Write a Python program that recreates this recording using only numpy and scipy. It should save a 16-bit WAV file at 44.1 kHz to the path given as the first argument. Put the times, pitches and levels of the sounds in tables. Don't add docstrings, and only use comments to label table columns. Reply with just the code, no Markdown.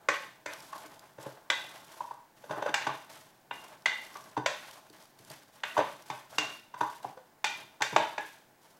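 import sys
import numpy as np
from scipy import signal
from scipy.fft import rfft, irfft, next_fast_len
from scipy.io import wavfile
from scipy.ndimage import map_coordinates

SR = 44100
rng = np.random.default_rng(int(sys.argv[2]) if len(sys.argv) > 2 else 0)


def bounce(signal):
    frames = np.transpose(np.atleast_2d(signal))
    limited = np.clip(frames, -1, 1)
    pcm = np.round(limited * 32767).astype(np.int16)
    wavfile.write(sys.argv[1], SR, pcm)


def decibels_to_gain(level_db):
    exponent = np.asarray(level_db, float) / 20
    return 10 ** exponent


N = 387638


def unit(x):
    return x / np.sqrt(np.mean(x ** 2) + 1e-20)


def along(points, hz):
    point_hz, value = np.transpose(points)
    return np.interp(np.log(hz + 1), np.log(point_hz + 1), value)


def wobble(rate_hz):
    knots = rng.standard_normal(int(N * rate_hz / SR) + 4)
    return map_coordinates(knots, [np.arange(N) * rate_hz / SR])


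def filtered(x, response):
    m = next_fast_len(N + SR // 2)
    return irfft(rfft(x, m) * response(np.fft.rfftfreq(m, 1 / SR)), m)[:N]


def noise_coloured(points):
    return filtered(rng.standard_normal(N), lambda hz: decibels_to_gain(along(points, hz)))


def crackle(rate_hz, spread_db, share):
    slips = (rng.random(N) < rate_hz / SR) * decibels_to_gain(spread_db * rng.standard_normal(N))
    slips = slips * rng.choice([-1, 1], size=N)
    return np.sqrt(share) * unit(slips) + np.sqrt(1 - share) * rng.standard_normal(N)


# frequency in Hz, t60 in seconds.
KITCHEN_DECAY = [(150, 0.3), (600, 0.33), (1500, 0.45), (4000, 0.55), (8000, 0.36), (14000, 0.19)]


def tail(seconds):
    hz, t, z = signal.stft(rng.standard_normal(int(seconds * SR)), SR, nperseg=256)
    decay = decibels_to_gain(-60 * t / along(KITCHEN_DECAY, hz)[:, None])
    room = signal.istft(z * decay, SR, nperseg=256)[1]
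    room[:int(0.006 * SR)] = 0
    return room / np.linalg.norm(room)


# frequency in Hz, density in dB per Hz.
AIR_CURVE = [(19, -9), (32, -11), (54, -21), (134, -11.5), (299, -7), (388, -7), (870, -3), (1280, -14.5),
             (1500, -8.5), (2880, -18.5), (11400, -23.5), (16000, -18.5)]


def air():
    return decibels_to_gain(-64.5) * unit(noise_coloured(AIR_CURVE))


def gestures(rows, attack_s, sag_db_per_s, release_db_per_s):
    out = np.zeros((len(rows[0]) - 2, N + SR))
    t = np.arange(SR) / SR
    for start_s, length_s, *levels_db in rows:
        fall_db = sag_db_per_s * t + release_db_per_s * np.maximum(t - length_s, 0)
        shape = np.clip(t / attack_s, 0, 1) ** 2 * decibels_to_gain(-fall_db)
        out[:, round(start_s * SR):][:, :SR] += decibels_to_gain(levels_db)[:, None] * shape
    return out[:, :N]


# start in seconds, length in seconds, rustle in dB, pressure on the bottom in dB.
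STROKES = [(0.0, .06, -80, -62), (0.1, 0.16, -58, -54.5), (0.47, 0.27, -57.5, -54.5),
           (0.75, .13, -62.5, -54), (0.9, 0.29, -74, -70), (1.19, 0.12, -60, -51.5), (1.51, 0.57, -57, -53),
           (2.36, 0.16, -66, -63), (2.49, .23, -68.5, -61), (2.75, .28, -61, -60), (3.09, .15, -60.5, -59),
           (3.52, 0.17, -60, -55.5), (3.86, 0.42, -57, -54.5), (4.49, 0.28, -57.5, -54.5),
           (4.92, .14, -65, -65), (5.18, 0.15, -63.5, -65), (5.27, 0.035, -56, -56),
           (5.52, 0.047, -65, -68), (5.64, 0.31, -56.5, -54), (6.05, .14, -59.5, -55),
           (6.29, 0.11, -57.5, -50.5), (6.42, 0.13, -59, -59), (6.77, 0.18, -59, -57),
           (7.02, 0.048, -63, -56.5), (7.45, 0.17, -58.5, -53.5), (7.82, 0.31, -57.5, -70.5),
           (8.2, 0.12, -61, -66), (8.61, 0.091, -67.5, -70)]
# start in seconds, length in seconds, bottom grind in dB, leaf crush in dB.
DIGS = [(0.1, 0.092, -68, -48), (0.49, 0.03, -62, -58), (2.5, 0.13, -45.5, -64), (2.65, 0.036, -39.5, -56),
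        (2.79, 0.072, -50, -45), (2.87, 0.018, -44, -48), (3.69, 0.03, -56.5, -72), (4.14, 0.031, -63, -65),
        (5.78, 0.021, -31, -34.5), (6.42, 0.013, -43, -45), (7.96, 0.04, -44, -44.5),
        (8.12, 0.027, -50, -71)]


def motion():
    rustle, press = gestures(STROKES, attack_s=0.01, sag_db_per_s=12.5, release_db_per_s=126.5)
    grind, crush = gestures(DIGS, attack_s=0.02, sag_db_per_s=0, release_db_per_s=253.5)
    rest_rustle_db, rest_scrape_db, leaves_over_rustle_db = -81.5, -73, -1
    return rustle + decibels_to_gain(rest_rustle_db), press + grind + decibels_to_gain(rest_scrape_db), decibels_to_gain(leaves_over_rustle_db) * rustle + crush


# frequency in Hz, width in Hz, level in dB.
SCRAPE_MODES = [(330, 100, -9), (647, 90, -0.5), (873, 40, 3.5), (1061, 104, -1.5), (1550, 340, -8.5)]
# frequency in Hz, density in dB per Hz.
LEAF_CURVE = [(500, -62), (1200, 4.5), (2000, 8.5), (3500, 3), (5500, -12.5), (9000, -56), (16000, -49.5)]
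# frequency in Hz, density in dB per Hz.
FIZZ_CURVE = [(1500, -42.5), (3000, -2), (5500, -1.5), (9000, -5.5), (12000, -5), (15800, -16),
              (20000, -18.5)]


def bottom_response(f):
    total = 0
    for k, (centre, width, db) in enumerate(SCRAPE_MODES):
        damping = 1j * f * width
        total = total + (-1) ** k * decibels_to_gain(db) * damping / (centre * centre - f * f + damping)
    return total


def stirring():
    rustle, press, crush = motion()
    jerk = wobble(45)
    rub = decibels_to_gain(2.6 * jerk + 1.4 * wobble(30)) * crackle(900, spread_db=-1.0, share=0.43)
    scrape = filtered(rub, bottom_response)
    tumble = decibels_to_gain(3.7 * jerk + 1.4 * wobble(18)) * crackle(590, spread_db=6.0, share=0.32)
    leaves = filtered(tumble, lambda hz: decibels_to_gain(along(LEAF_CURVE, hz)))
    fizz_db = 0.96 * jerk + 2.4 * wobble(120) + 0.5 * wobble(9.5)
    fizz = decibels_to_gain(fizz_db) * crackle(500, spread_db=4.5, share=0.23)
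    fizz = filtered(fizz, lambda hz: decibels_to_gain(along(FIZZ_CURVE, hz)))
    return press * unit(scrape) + crush * unit(leaves) + rustle * unit(fizz)


# frequency in Hz, density in dB per Hz.
RUMBLE_CURVE = [(40, -38.5), (85, -4), (130, 2), (220, -3.5), (330, -3.5), (500, -15.5), (900, -69.5)]


def counter():
    press = motion()[1]
    drag = unit(noise_coloured(RUMBLE_CURVE))
    return decibels_to_gain(-66 + 1.7 * wobble(5.9)) * (press / np.median(press)) ** 0.32 * drag


# frequency in Hz, level in dB, t60 in seconds.
BOWL_MODES = [(132, -3, .12), (203, -4, 0.028), (306.6, -2.5, 0.096), (428, 3.5, 0.045), (560.6, -8, 0.012),
              (611, -6, 0.043), (744, -17.5, 0.0045), (837, -2, 0.032), (976, 0.5, 0.018),
              (1043, -17.5, 0.022), (1162, -13.5, 0.028), (1133, -4.5, 0.034), (1487, 0, 0.029),
              (1603, -4.5, .025), (1785, -8, 0.052), (1873, -8.5, 0.014), (2049, -9.5, 0.033),
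              (2100, -29.5, 0.0049), (2542, -5, 0.0037), (2751, -2, 0.01), (3100, -3.5, 0.0065),
              (3410, -7, 0.032), (3600, -1.5, 0.035), (3840, -6.5, 0.013), (4695, -2, 0.0093),
              (5920, 0, 0.0071), (6230, -0.5, 0.012), (6960, -10, .02)]


def strike(levels, favoured, contact_s, hold_s, clack_db, wet_db):
    t = np.arange(SR // 6) / SR
    late = np.maximum(t - hold_s, 0)
    modes = BOWL_MODES + [(f, lift_db, 0.027) for f, lift_db in favoured]
    hz, db, t60 = np.transpose(modes)[:, :, None]
    db = db + along(levels, hz) + rng.normal(0, 0.3, hz.shape)
    rise = 1 - np.exp(-(t / (contact_s + 0.73 / hz)) ** 2)
    tones = np.sin(2 * np.pi * (hz * t + rng.random(hz.shape)))
    ring = (decibels_to_gain(db - 60 * late / t60) * rise * tones).sum(0)

    burst_rise = 1 - np.exp(-(t / contact_s / 2.18) ** 2)
    burst = rng.standard_normal(len(t)) * decibels_to_gain(-60 * late / 0.033) * burst_rise
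    click = rng.standard_normal(len(t)) * decibels_to_gain(-3.0 - 60 * t / 0.0084) * (t > contact_s)
    burst = burst + click

    def colour(v):
        gain_db = clack_db + along(levels, np.fft.rfftfreq(len(v), 1 / SR))
        return irfft(rfft(v) * decibels_to_gain(gain_db), len(v))

    clack, room = colour(burst), tail(0.55)
    out = decibels_to_gain(wet_db) * signal.fftconvolve(ring, room)
    out[:len(room)] += decibels_to_gain(wet_db - 1.13) * np.linalg.norm(burst) * colour(room)
    out[:len(t)] += ring + clack
    return out


def place(out, blow, start_s, db):
    out[round(start_s * SR):][:len(blow)] += decibels_to_gain(db) * blow


# time in seconds, peak in dB, low modes in dB, upper modes in dB, crack in dB, landing spot.
CLINKS = [(0.0864, -13.5, -4.5, -15.5, -16.5, "lip"), (0.46, -22.5, -10, -21, -18.5, "side"),
          (1.5011, -14, -6, -8, -15.5, "handle"), (2.7415, -13.5, -8.5, -14.5, -14.5, "shoulder"),
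          (3.51, -28, 1, -11.5, -30, "rim"), (3.8584, -17.5, -4, -5.5, -15, "far rim"),
          (4.4606, -16, -6.5, -8.5, -13, "side"), (5.6346, -21, -5, -10, -21, "rim"),
          (6.1, -29, 2, -11, -15.5, "foot"), (6.3829, -16.5, -4, -10, -10.5, "near rim"),
          (7.4429, -16.5, -7, -6.5, -11, "near wall"), (7.8201, -13, -10, -13, -14, "foot"),
          (7.962, -15.5, 5, -8.5, -15.5, "floor"), (8.18, -22.5, -4.5, -13.5, -22.5, "floor")]
SPOT_MODES = {"lip": [(570, 8), (1100, 8.5), (1920, 1.5), (2800, 4)], "side": [(575, 10.5), (1000, 0.5)],
              "handle": [(570, 2), (2030, -0.5), (3470, 1.5), (3750, -4)], "near wall": [(870, 5.5),
              (2030, -5), (2435, 4.5)], "floor": [(620, 5), (870, 9), (1660, 4)], "shoulder": [(850, 7),
              (2820, 7)], "rim": [(1980, -2), (2800, 7.5), (3700, -2)], "near rim": [(1460, 0.5),
              (2790, 11), (2950, -5), (3700, -1)], "far rim": [(2015, 12.5), (2820, 2), (4400, 2)],
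              "foot": [(880, 5.5), (1490, -1), (2440, -4)]}


def clinks():
    out = np.zeros(N + SR)
    thump = -29.5
    for s, db, low, upper, crack, spot in CLINKS:
        levels = [(70, thump - 40), (125, thump - 12), (430, thump - 8), (560, low - 11), (1200, low - 9),
                  (1500, -13), (2400, -11), (2800, upper - 8), (3700, upper - 8), (4600, crack - 8),
                  (7800, crack - 11), (9000, crack - 23), (16000, crack - 33)]
        blow = strike(levels, SPOT_MODES[spot], contact_s=0.00092, hold_s=0.0038, clack_db=13.5, wet_db=-3.0)
        place(out, blow, s - 0.001, db)
    return out[:N]


# time in seconds, peak in dB, share of the base's upper modes in dB.
THUMPS = [(0.088, -38.5, 3), (0.461, -44, 3), (0.851, -48, 2), (1.182, -36, -8), (1.262, -29.5, -10),
          (1.502, -45.5, 5), (2.005, -60, 0), (2.497, -30, -6), (2.573, -34, 0), (2.619, -39, 1),
          (2.688, -33.5, -2), (2.868, -25.5, -6), (3.512, -49.5, 4.5), (3.86, -48, 5.5), (4.373, -21, -5.5),
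          (4.901, -46.5, -2), (5.197, -42, -9.5), (5.302, -33, -15), (5.778, -24.5, 0), (6.1, -31, -10),
          (6.384, -33, 3), (6.741, -42, -9), (6.809, -32, 1), (7.047, -35, -3.5), (7.442, -44.5, 5),
          (7.808, -36, 2.5), (7.925, -21.5, -13.5), (7.962, -27.5, 5.5), (8.182, -46, 10.5)]


def thumps():
    out = np.zeros(N + SR)
    for s, db, base_db in THUMPS:
        levels = [(70, -17), (135, -6.5), (300, base_db - 3), (430, base_db - 5.5), (600, -22), (16000, -88)]
        blow = strike(levels, [], contact_s=0.0029, hold_s=0.0036, clack_db=17.5, wet_db=-3)
        place(out, blow, s - 0.0015, db)
    return out[:N]


# time in seconds, peak in dB.
TICKS = [(0.5347, -30), (0.604, -37.5), (0.78, -39), (0.8604, -41), (0.9303, -59), (0.9936, -39),
         (1.2284, -37.5), (2.9527, -43), (3.0465, -47), (3.8217, -47.5), (4.0497, -39.5), (4.1425, -42.5),
         (4.1699, -37.5), (4.2403, -44), (4.711, -37), (4.8993, -42), (5.025, -45), (5.055, -47),
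         (5.2485, -41.5), (5.301, -35), (5.3153, -35), (5.4335, -47.5), (6.0227, -40.5), (6.0846, -45),
         (6.1779, -43), (6.5959, -45), (6.8992, -42.5), (7.0305, -44), (8.2262, -50), (8.2806, -51)]


def ticks():
    out, t = np.zeros(N + SR), np.arange(SR // 40) / SR
    for s, db in TICKS:
        puff = rng.standard_normal(len(t)) * decibels_to_gain(0.5 - 60 * t / 0.011) * (1 - np.exp(-t / 0.001))
        pitch_hz = 6000 * decibels_to_gain(rng.normal(0, 2.1))
        chirp = np.sin(2 * np.pi * pitch_hz * t) * decibels_to_gain(-9 - 60 * t / 0.012)
        place(out, puff + chirp, s, db + 4.5)
    return filtered(out[:N], lambda hz: decibels_to_gain(along(FIZZ_CURVE, hz)))


# time in seconds, peak in dB, favoured mode in Hz, hardness in dB.
KNOCKS = [(0.728, -36, 1074, -8), (1.182, -41.5, 558, -8), (1.232, -48, 570, -20), (1.262, -32.5, 548, -13),
          (2.005, -28.5, 934, -17), (2.109, -31, 922, -18), (2.438, -38, 485, -10), (2.508, -26, 586, -7.5),
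          (2.58, -32.5, 580, -18), (2.622, -22.5, 600, -10), (2.66, -23, 563, -10), (2.688, -34, 576, -1.5),
          (2.867, -20, 902, -6), (2.89, -26, 1010, -27), (2.495, -35.5, 980, -10), (4.155, -38.5, 1150, -6),
          (4.366, -26.5, 947, -11.5), (4.373, -28, 810, -6.5), (5.304, -44, 624, -6),
          (5.767, -21, 945, -13), (5.776, -17, 614, -8), (5.787, -17, 607, -14), (5.808, -24.5, 1010, -28),
          (6.74, -36.5, 974, -5.5), (6.808, -20, 955, -8.5), (6.835, -31.5, 986, -26),
          (7.045, -29.5, 754, -18), (7.172, -37, 510, -15), (7.806, -27, 860, -8.5), (7.926, -30, 853, -10)]


def knocks():
    out = np.zeros(N + SR)
    thump = -21.5
    for s, db, hz, upper in KNOCKS:
        crack = upper - 7
        near = [(f, -2 - 13 * abs(np.log2(f / hz))) for f in (529, 740, 1063, 1200)]
        levels = [(70, thump - 36), (125, thump - 5), (430, thump - 6), *near, (1500, upper - 5),
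                  (2200, upper - 11), (2800, crack - 7), (7800, crack - 16), (16000, crack - 36)]
        blow = strike(levels, [(hz, 2.5)], contact_s=0.0025, hold_s=0.0069, clack_db=10.0, wet_db=-5)
        place(out, blow, s - 0.0015, db)
    return out[:N]


def scene():
    small = stirring() + ticks()
    room = decibels_to_gain(-12) * signal.fftconvolve(small, tail(0.6))[:N]
    return (clinks() + thumps() + knocks() + small + room + counter())[None]


def band_limit(x):
    return signal.sosfilt(signal.butter(12, 16450, fs=SR, output="sos"), x)


def record(dry):
    thin = filtered(dry[0], lambda hz: (1j * hz / (70 + 1j * hz)) ** 3)
    mix = filtered(thin + air(), lambda hz: hz < 15900)
    return band_limit(mix[None])


dry = scene()
out = record(dry)
bounce(out)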